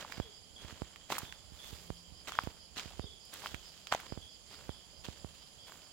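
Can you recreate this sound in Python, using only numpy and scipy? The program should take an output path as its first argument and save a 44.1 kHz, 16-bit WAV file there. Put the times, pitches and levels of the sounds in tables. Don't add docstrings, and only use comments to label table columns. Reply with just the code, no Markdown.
import sys
import numpy as np
from scipy import signal
from scipy.fft import rfft, irfft
from scipy.io import wavfile
from scipy.ndimage import uniform_filter1d

SR = 44100
rng = np.random.default_rng(int(sys.argv[2]) if len(sys.argv) > 2 else 0)


def transcribe(u):
    v = np.clip(np.atleast_2d(u).T, -1, 1)
    q = np.round(v * 32767).astype(np.int16)
    wavfile.write(sys.argv[1], SR, q)


N = 261072
T = np.arange(N) / SR
FREQ = np.maximum(np.arange(N // 2 + 1) * SR / N, 1)

# heel_s, heel_rise_s, heel_db, roll_delay_s, roll_db, roll_fall_s, grit_offset_db, dust_offset_db
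FOOTSTEPS = [(.013, 0.022, -52, 0.15, -57.5, 0.094, 4, -9.5),
             (.63, 0.025, -58, 0.075, -58.5, 0.23, 1.5, -14),
             (1.122, 0.014, -41.5, 0.048, -50, 0.093, 3.5, -6),
             (1.6, 0.063, -65, 0.082, -56, 0.18, -2.5, -4.5),
             (2.288, 0.0096, -47.5, 0.16, -57.5, 0.078, 2.5, -7),
             (2.787, 0.014, -43, 0.075, -54.5, 0.12, -3, -16),
             (3.341, 0.0097, -51, 0.13, -52, 0.055, -1, -7.5),
             (3.929, 0.0084, -45, 0.082, -56, 0.11, 3, -13),
             (4.55, 0.056, -61, 0.073, -62.5, 0.21, 0.5, -9),
             (5.048, 0.0061, -50, 0.031, -58, 0.11, -4.5, -14),
             (5.68, .015, -65.5, 0.026, -65, 0.17, 6, -1.5)]


def undb(db):
    return 10 ** (np.asarray(db) / 20)


def unit(x):
    return x / np.sqrt(np.mean(x ** 2))


def pan(db):
    return undb(np.array([[db], [-db]]) / 2)


def colour(x, points):
    hz, db = np.transpose(points)
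    return irfft(rfft(x) * undb(np.interp(np.log(FREQ), np.log(hz), db)), N)


def high_pass(hz, q):
    s = 1j * FREQ / hz
    return s * s / (s * s + s / q + 1)


def wander(rate_hz):
    hold = max(int(SR / rate_hz), 32)
    stairs = np.repeat(rng.standard_normal(N // 32 + 1)[:N // hold + 1], hold)
    return 1.3 * uniform_filter1d(uniform_filter1d(stairs, hold), hold)[:N]


def tone(hz):
    return np.sin(2 * np.pi * np.cumsum(hz) / SR)


def add(out, start_s, x):
    i = max(int(start_s * SR), 0)
    out[..., i:i + x.shape[-1]] += x[..., :max(N - i, 0)]


def swell(t, peak_s, rise_s, fall_s):
    age = t - peak_s
    return np.exp(-np.where(age < 0, (age / rise_s) ** 2, 2 * np.abs(age / fall_s) ** 1.03))


def swells(times, rise_s, fall_s, rest_db, swell_db):
    t = T[::32]
    shape = np.max([swell(t, peak_s, rise_s, fall_s) for peak_s in times], axis=0)
    return np.interp(T, t, np.sqrt(undb(rest_db) ** 2 + undb(swell_db) ** 2 * shape))


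def woods(x, direct_db, t60_s):
    t = T[:SR]
    tail = rng.standard_normal((2, len(t))) * undb(-60 * t / t60_s) * (1 - np.exp(-t / 0.0008))
    tail /= np.sqrt(np.sum(tail ** 2, axis=1, keepdims=True))
    wet = signal.fftconvolve(x[None], tail, axes=1)[:, :N]
    return (undb(direct_db) * x + wet) / np.hypot(1, undb(direct_db))


def microphones(x):
    left = colour(x, [(500, 0), (1200, -2.5), (2400, -5.0)])
    right = colour(x, [(500, -0.5), (1200, -1.5), (2400, 4.0)])
    return np.array([left, np.roll(right, 2)])


def air_and_clothes():
    # freq_hz, level_db
    air_left = [(20, -107), (70, -95), (300, -102), (600, -101), (1300, -104), (2500, -112), (4000, -108),
                (6000, -117), (9000, -119), (16000, -125)]
    air_right = [(20, -94), (70, -85), (180, -90), (350, -100), (1500, -107), (2400, -100), (4000, -99),
                 (6000, -103), (8600, -111), (12000, -115), (15500, -113)]
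    clothes_eq = [(30, -108), (170, -94.5), (300, -100), (580, -96.5), (1000, -103), (2000, -116),
                  (5000, -135)]
    left, right, clothes = rng.standard_normal((3, N)) * np.sqrt(SR / 2)
    hum = tone(178 + 9 * wander(40)) * undb(2.0 * wander(9.3))
    hum *= swells([2.01], rise_s=0.33, fall_s=0.17, rest_db=-78.5, swell_db=-62.5)
    after_steps = [step[0] + .13 for step in FOOTSTEPS]
    strides = swells(after_steps, rise_s=0.21, fall_s=0.29, rest_db=-3, swell_db=-0.5)
    clothes = colour(clothes, clothes_eq) * strides * undb(0.67 * wander(6))
    return np.array([colour(left, air_left), colour(right, air_right)]) + clothes + hum


def far_chorus():
    # centre_hz, half_width_hz, level_db, pan_db, flutter_hz
    bands = [(3163, 167, -68, -7.5, 30), (4814, 330, -66, -8, 57), (6520, 210, -77.5, -16, 49),
             (7200, 324, -70.5, -15, 50), (9920, 470, -72, -5.5, 44)]
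    out = 0
    for centre_hz, half_width_hz, level_db, pan_db, flutter_hz in bands:
        rolloff = (1 + ((FREQ - centre_hz) / half_width_hz) ** 2 / 6) ** 3
        band = unit(irfft(rfft(rng.standard_normal((2, N))) / rolloff, N))
        tremble_db = 0.63 * wander(5) + 1.86 * wander(flutter_hz)
        out = out + band * undb(level_db + tremble_db) * pan(pan_db)
    return out


def far_hoots():
    # start_s, pitch_hz, level_db
    hoots = [(0.236, 435, -56), (3.012, 430, -56), (4.55, 437, -66)]
    phase, out = np.linspace(0, 1, int(SR * .08)), np.zeros(N)
    for start_s, pitch_hz, level_db in hoots:
        glide_hz = pitch_hz * (1 + 0.23 * (.5 - phase))
        add(out, start_s, undb(level_db) * np.sin(np.pi * phase) * tone(glide_hz))
    return woods(out, direct_db=1, t60_s=0.47)


def chirping_cricket():
    # start_s, level_db, second_offset_db
    chirps = [(.215, -48, -15), (.553, -48.5, -13), (1.235, -49, -5), (1.585, -48.5, -3.5),
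              (2.32, -47.5, -10), (3.015, -49, -3), (3.46, -60, 9), (4.17, -55.5, 4), (4.685, -52, -1),
              (5.58, -51, -12)]
    pitch_hz, sweep_hz, spacing_s = 3360, 600, .043
    out, waver_hz = np.zeros(N), 90 * wander(500)
    for chirp_s, level_db, second_offset_db in chirps:
        for start_s, db in (chirp_s, level_db), (chirp_s + spacing_s, level_db + second_offset_db):
            detune, stretch = rng.standard_normal(2)
            phase = np.linspace(0, 1, int(SR * 0.0245 * np.exp(0.087 * stretch)))
            hz = pitch_hz * (1 + 0.011 * detune) + sweep_hz * (.5 - phase)
            hz += waver_hz[int(start_s * SR):][:len(phase)]
            add(out, start_s, undb(db) * np.sin(np.pi * phase) * tone(hz))
    out *= unit(undb(5 * np.clip(wander(450), -2, 1.5)))
    return undb(3.5) * woods(out, direct_db=-10, t60_s=.6) * pan(-6.5)


def rasping_cricket():
    # time_s, level_db
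    ride = [(.3, -60), (.65, -89), (1.2, -84), (1.55, -63.5), (3.8, -56.5), (4.5, -61), (5.9, -62.5)]
    pitch_hz, sweep_hz, stroke_hz = 4880, 720, 90
    start_s, length_s, period_s, slowing_s = .108, 0.081, .19994, .00088
    rasp = np.abs(np.sin(np.pi * np.linspace(0, 1, int(SR * length_s)))) ** 0.29
    envelope = np.zeros(N)
    while start_s < T[-1]:
        level_db = np.interp(start_s, *np.transpose(ride)) + rng.standard_normal()
        add(envelope, start_s, undb(level_db) * rasp)
        start_s += period_s
        period_s += slowing_s
    stroke_phase = np.cumsum(stroke_hz * np.exp(.3 * wander(90))) / SR % 1
    hz = pitch_hz + sweep_hz * (.5 - stroke_phase) + 170 * wander(700)
    song = envelope * np.sin(np.pi * stroke_phase) * tone(hz)
    return undb(7.0) * woods(song, direct_db=-2, t60_s=.3) * pan(-7.5)


def handling():
    # time_s, level_db
    knocks = [(.18, -30), (.2, -16), (0.647, -33.5), (0.726, -35), (0.8194, -19.5), (1.232, -30.5),
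              (1.521, -38), (1.729, -32.5), (1.903, -20.5), (2.122, -39), (2.437, -31.5), (2.4727, -20),
              (2.858, -32.5), (2.995, -20), (3.042, -29.5), (3.543, -27), (4.123, -21.5), (4.175, -26),
              (4.6928, -20.5), (5.086, -24.5), (5.246, -25)]
    hardest_hz, hardest_db, db_per_octave = 770, -20.5, 10
    t, push = T[:2048] - .01, np.zeros(N)
    for time_s, level_db in knocks:
        hardness_hz = hardest_hz * 2 ** (min(level_db - hardest_db, 0) / db_per_octave)
        age = np.pi * hardness_hz * t
        force = np.exp(np.minimum(2.0 * age, -.8 * age))
        add(push, time_s + t[0] + .0005, -undb(level_db) * force)
    thumps = irfft(rfft(push) * high_pass(hz=65.5, q=1.45) * high_pass(hz=42.0, q=0.76), N)
    thumps = colour(thumps, [(70, 3.5), (160, 2.5), (400, 2), (900, 2.5), (1800, 1), (3000, 2), (6000, 5)])
    finger_eq = [(20, -16), (65, 4.5), (120, -10), (250, -15.5), (700, -19), (3000, -43)]
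    fingers = unit(colour(rng.standard_normal(N), finger_eq))
    grip = swells([knock[0] for knock in knocks], rise_s=0.12, fall_s=0.13, rest_db=-67, swell_db=-56)
    fingers *= grip * undb(1.2 * wander(16))
    return (thumps + fingers) * undb([[-34], [0]])


def leaf_litter():
    # start_s, level_db
    cracks = [(1.183, -26.5), (1.187, -26), (2.436, -42), (3.252, -47), (3.339, -32), (3.938, -36),
              (4.002, -41)]
    crumbs = [(step[0] + rng.uniform(0, 0.18), -52 + rng.uniform(-8, 8)) for step in FOOTSTEPS]
    t, out = T[:1024], np.zeros((2, N))
    for start_s, level_db in list(cracks) + crumbs:
        add(out, start_s, undb(level_db) * rng.standard_normal((2, len(t))) * np.exp(-t / 0.0024))
    return colour(out, [(1000, -27), (4000, -3.5), (8000, -2.5), (11000, -2), (16000, -5)]) * pan(-2.7)


def pebbles(grit_gain, per_step):
    span_s, over_grit_db, centre_hz, spread_octaves, tick_db = .17, 13.5, 1400, 0.67, -12.5
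    heel_s = np.repeat([step[0] for step in FOOTSTEPS], per_step)
    start_s = heel_s + span_s * rng.random(len(heel_s))
    size, pitch = np.clip(rng.standard_normal((len(heel_s), 2)), -1.5, 1.5).T
    level_db = 20 * np.log10(np.interp(start_s, T, grit_gain)) + over_grit_db + 3 * size
    pitch_hz = centre_hz * 2 ** (spread_octaves * pitch)
    return list(zip(start_s, level_db, pitch_hz, np.full(len(heel_s), tick_db)))


def stones(grit_gain):
    # start_s, level_db, pitch_hz, tick_offset_db
    snaps = [(.049, -31.5, 930, -22), (.1228, -27.5, 2010, -2.5), (.708, -39.5, 1680, -4),
             (.96, -39.5, 2210, -1.5), (1.1023, -23, 705, -13), (1.116, -40, 900, -14),
             (1.124, -21, 1020, -11), (1.182, -25, 1150, -2.5), (1.325, -35.5, 1520, -1),
             (2.274, -38.5, 2500, 0), (2.321, -28.5, 1220, -2.5), (2.353, -33, 1260, -6),
             (2.3887, -10, 1170, -35), (2.7965, -31.5, 2270, -2), (3.338, -44, 1480, 3),
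             (3.44, -33.5, 850, -18), (3.4597, -23.5, 1230, -12), (3.5454, -38, 3100, 5),
             (3.871, -41.5, 2420, 7), (3.9205, -29, 1670, -5), (3.9237, -14, 1480, -6.5),
             (3.925, -14.5, 780, -15), (3.9376, -20.5, 1240, -9), (3.9484, -16.5, 676, -10.5),
             (5.047, -41.5, 3070, -1), (5.721, -41, 1380, -3)]
    # freq_hz, gain_db
    tick_eq = [(100, -39), (1000, 8), (3000, 7.5), (5000, -3.5), (7500, 0.5), (10000, -19), (16000, -10)]
    t, knocks, ticks = T[:2048], np.zeros(N), np.zeros((2, N))
    tick_decay = np.exp(-t / 0.00058) + 0.098 * np.exp(-t / 0.016)
    for start_s, level_db, pitch_hz, tick_offset_db in list(snaps) + pebbles(grit_gain, per_step=6):
        half_cycles = 2 * pitch_hz * t
        envelope = (half_cycles * np.exp(1 - half_cycles)) ** 1.19
        add(knocks, start_s, undb(level_db) * envelope * np.sin(2 * np.pi * pitch_hz * t))
        tick = rng.standard_normal((2, len(t))) * tick_decay
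        add(ticks, start_s, undb(level_db + tick_offset_db) * tick)
    knocks = colour(knocks, [(100, 0), (400, -10.5), (900, 0.5), (1800, 0.5), (4000, 10)])
    near = microphones(knocks) + colour(ticks, tick_eq) * pan(-7.5)
    return near + undb(-21.0) * woods(near.mean(axis=0), direct_db=-33, t60_s=0.44)


def footwork():
    # peak_s, level_db, rise_s, fall_s
    skims = [(3.66, -59, .16, 0.47), (5.42, -64, 0.28, 0.28)]
    heel_mix, roll_mix, skim_mix = np.array([(1, 2, -1.5), (-1.5, 0, -0.5), (-10.5, -0.5, -11.5)])
    t, power = T[::32], 0
    for heel_s, rise_s, heel_db, delay_s, roll_db, fall_s, grit_db, dust_db in FOOTSTEPS:
        heel = undb(heel_db + heel_mix)[:, None] ** 2 * swell(t, heel_s, rise_s, fall_s=0.023)
        roll = undb(roll_db + roll_mix)[:, None] ** 2 * swell(t, heel_s + delay_s, 0.76 * delay_s, fall_s)
        power += undb([grit_db, 0, dust_db])[:, None] ** 2 * (heel + roll)
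    for peak_s, level_db, rise_s, fall_s in skims:
        power += undb(level_db + skim_mix)[:, None] ** 2 * swell(t, peak_s, rise_s, fall_s)
    return [np.interp(T, t, gain) for gain in np.sqrt(power)]


def grains(per_second, spread_db):
    size = undb(spread_db * np.minimum(rng.exponential(size=N), 4))
    return unit((rng.random(N) < per_second / SR) * size * rng.standard_normal(N))


def scuffs(grit_gain, sand_gain, dust_gain):
    # freq_hz, gain_db
    grit_eq = [(30, -7), (100, -2), (300, -1), (700, 1.5), (1200, 2), (1700, 0), (2300, -3), (4000, -11),
               (16000, -57)]
    sand_eq = [(200, -43), (1200, -3.5), (2200, -4), (3100, 4.5), (4200, 1.5), (6000, -4.5), (7500, -3.5),
               (9000, -16), (16000, -21)]
    dust_eq = [(500, 6), (3000, -25), (6000, 8), (9000, 0.5), (13000, 2), (16000, 1)]
    slip = unit(undb(3.4 * np.clip(wander(240), -2, 1.7)))
    grit = unit(colour(slip * grains(per_second=3200, spread_db=2.5), grit_eq))
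    shared = grains(per_second=1500, spread_db=3.5)
    sand = np.array([grains(per_second=6000, spread_db=3.5) + 0.18 * shared for _ in range(2)])
    sand = unit(colour(slip ** 0.76 * sand, sand_eq)) * pan(-6.0)
    dust = np.array([grains(per_second=9000, spread_db=-0.5) for _ in range(2)])
    dust = unit(colour(slip ** 0.49 * dust, dust_eq)) * pan(-8.5)
    return microphones(grit_gain * grit) + sand_gain * sand + undb(3.0) * dust_gain * dust


def scene():
    grit_gain, sand_gain, dust_gain = footwork()
    walker = scuffs(grit_gain, sand_gain, dust_gain) + stones(grit_gain) + leaf_litter() + handling()
    wildlife = chirping_cricket() + rasping_cricket() + far_chorus() + far_hoots()
    return walker + wildlife + air_and_clothes()


def record(dry):
    cutoff_hz = 15850
    return signal.sosfilt(signal.ellip(10, .2, 70, cutoff_hz, fs=SR, output="sos"), dry)


dry = scene()
out = record(dry)
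transcribe(out)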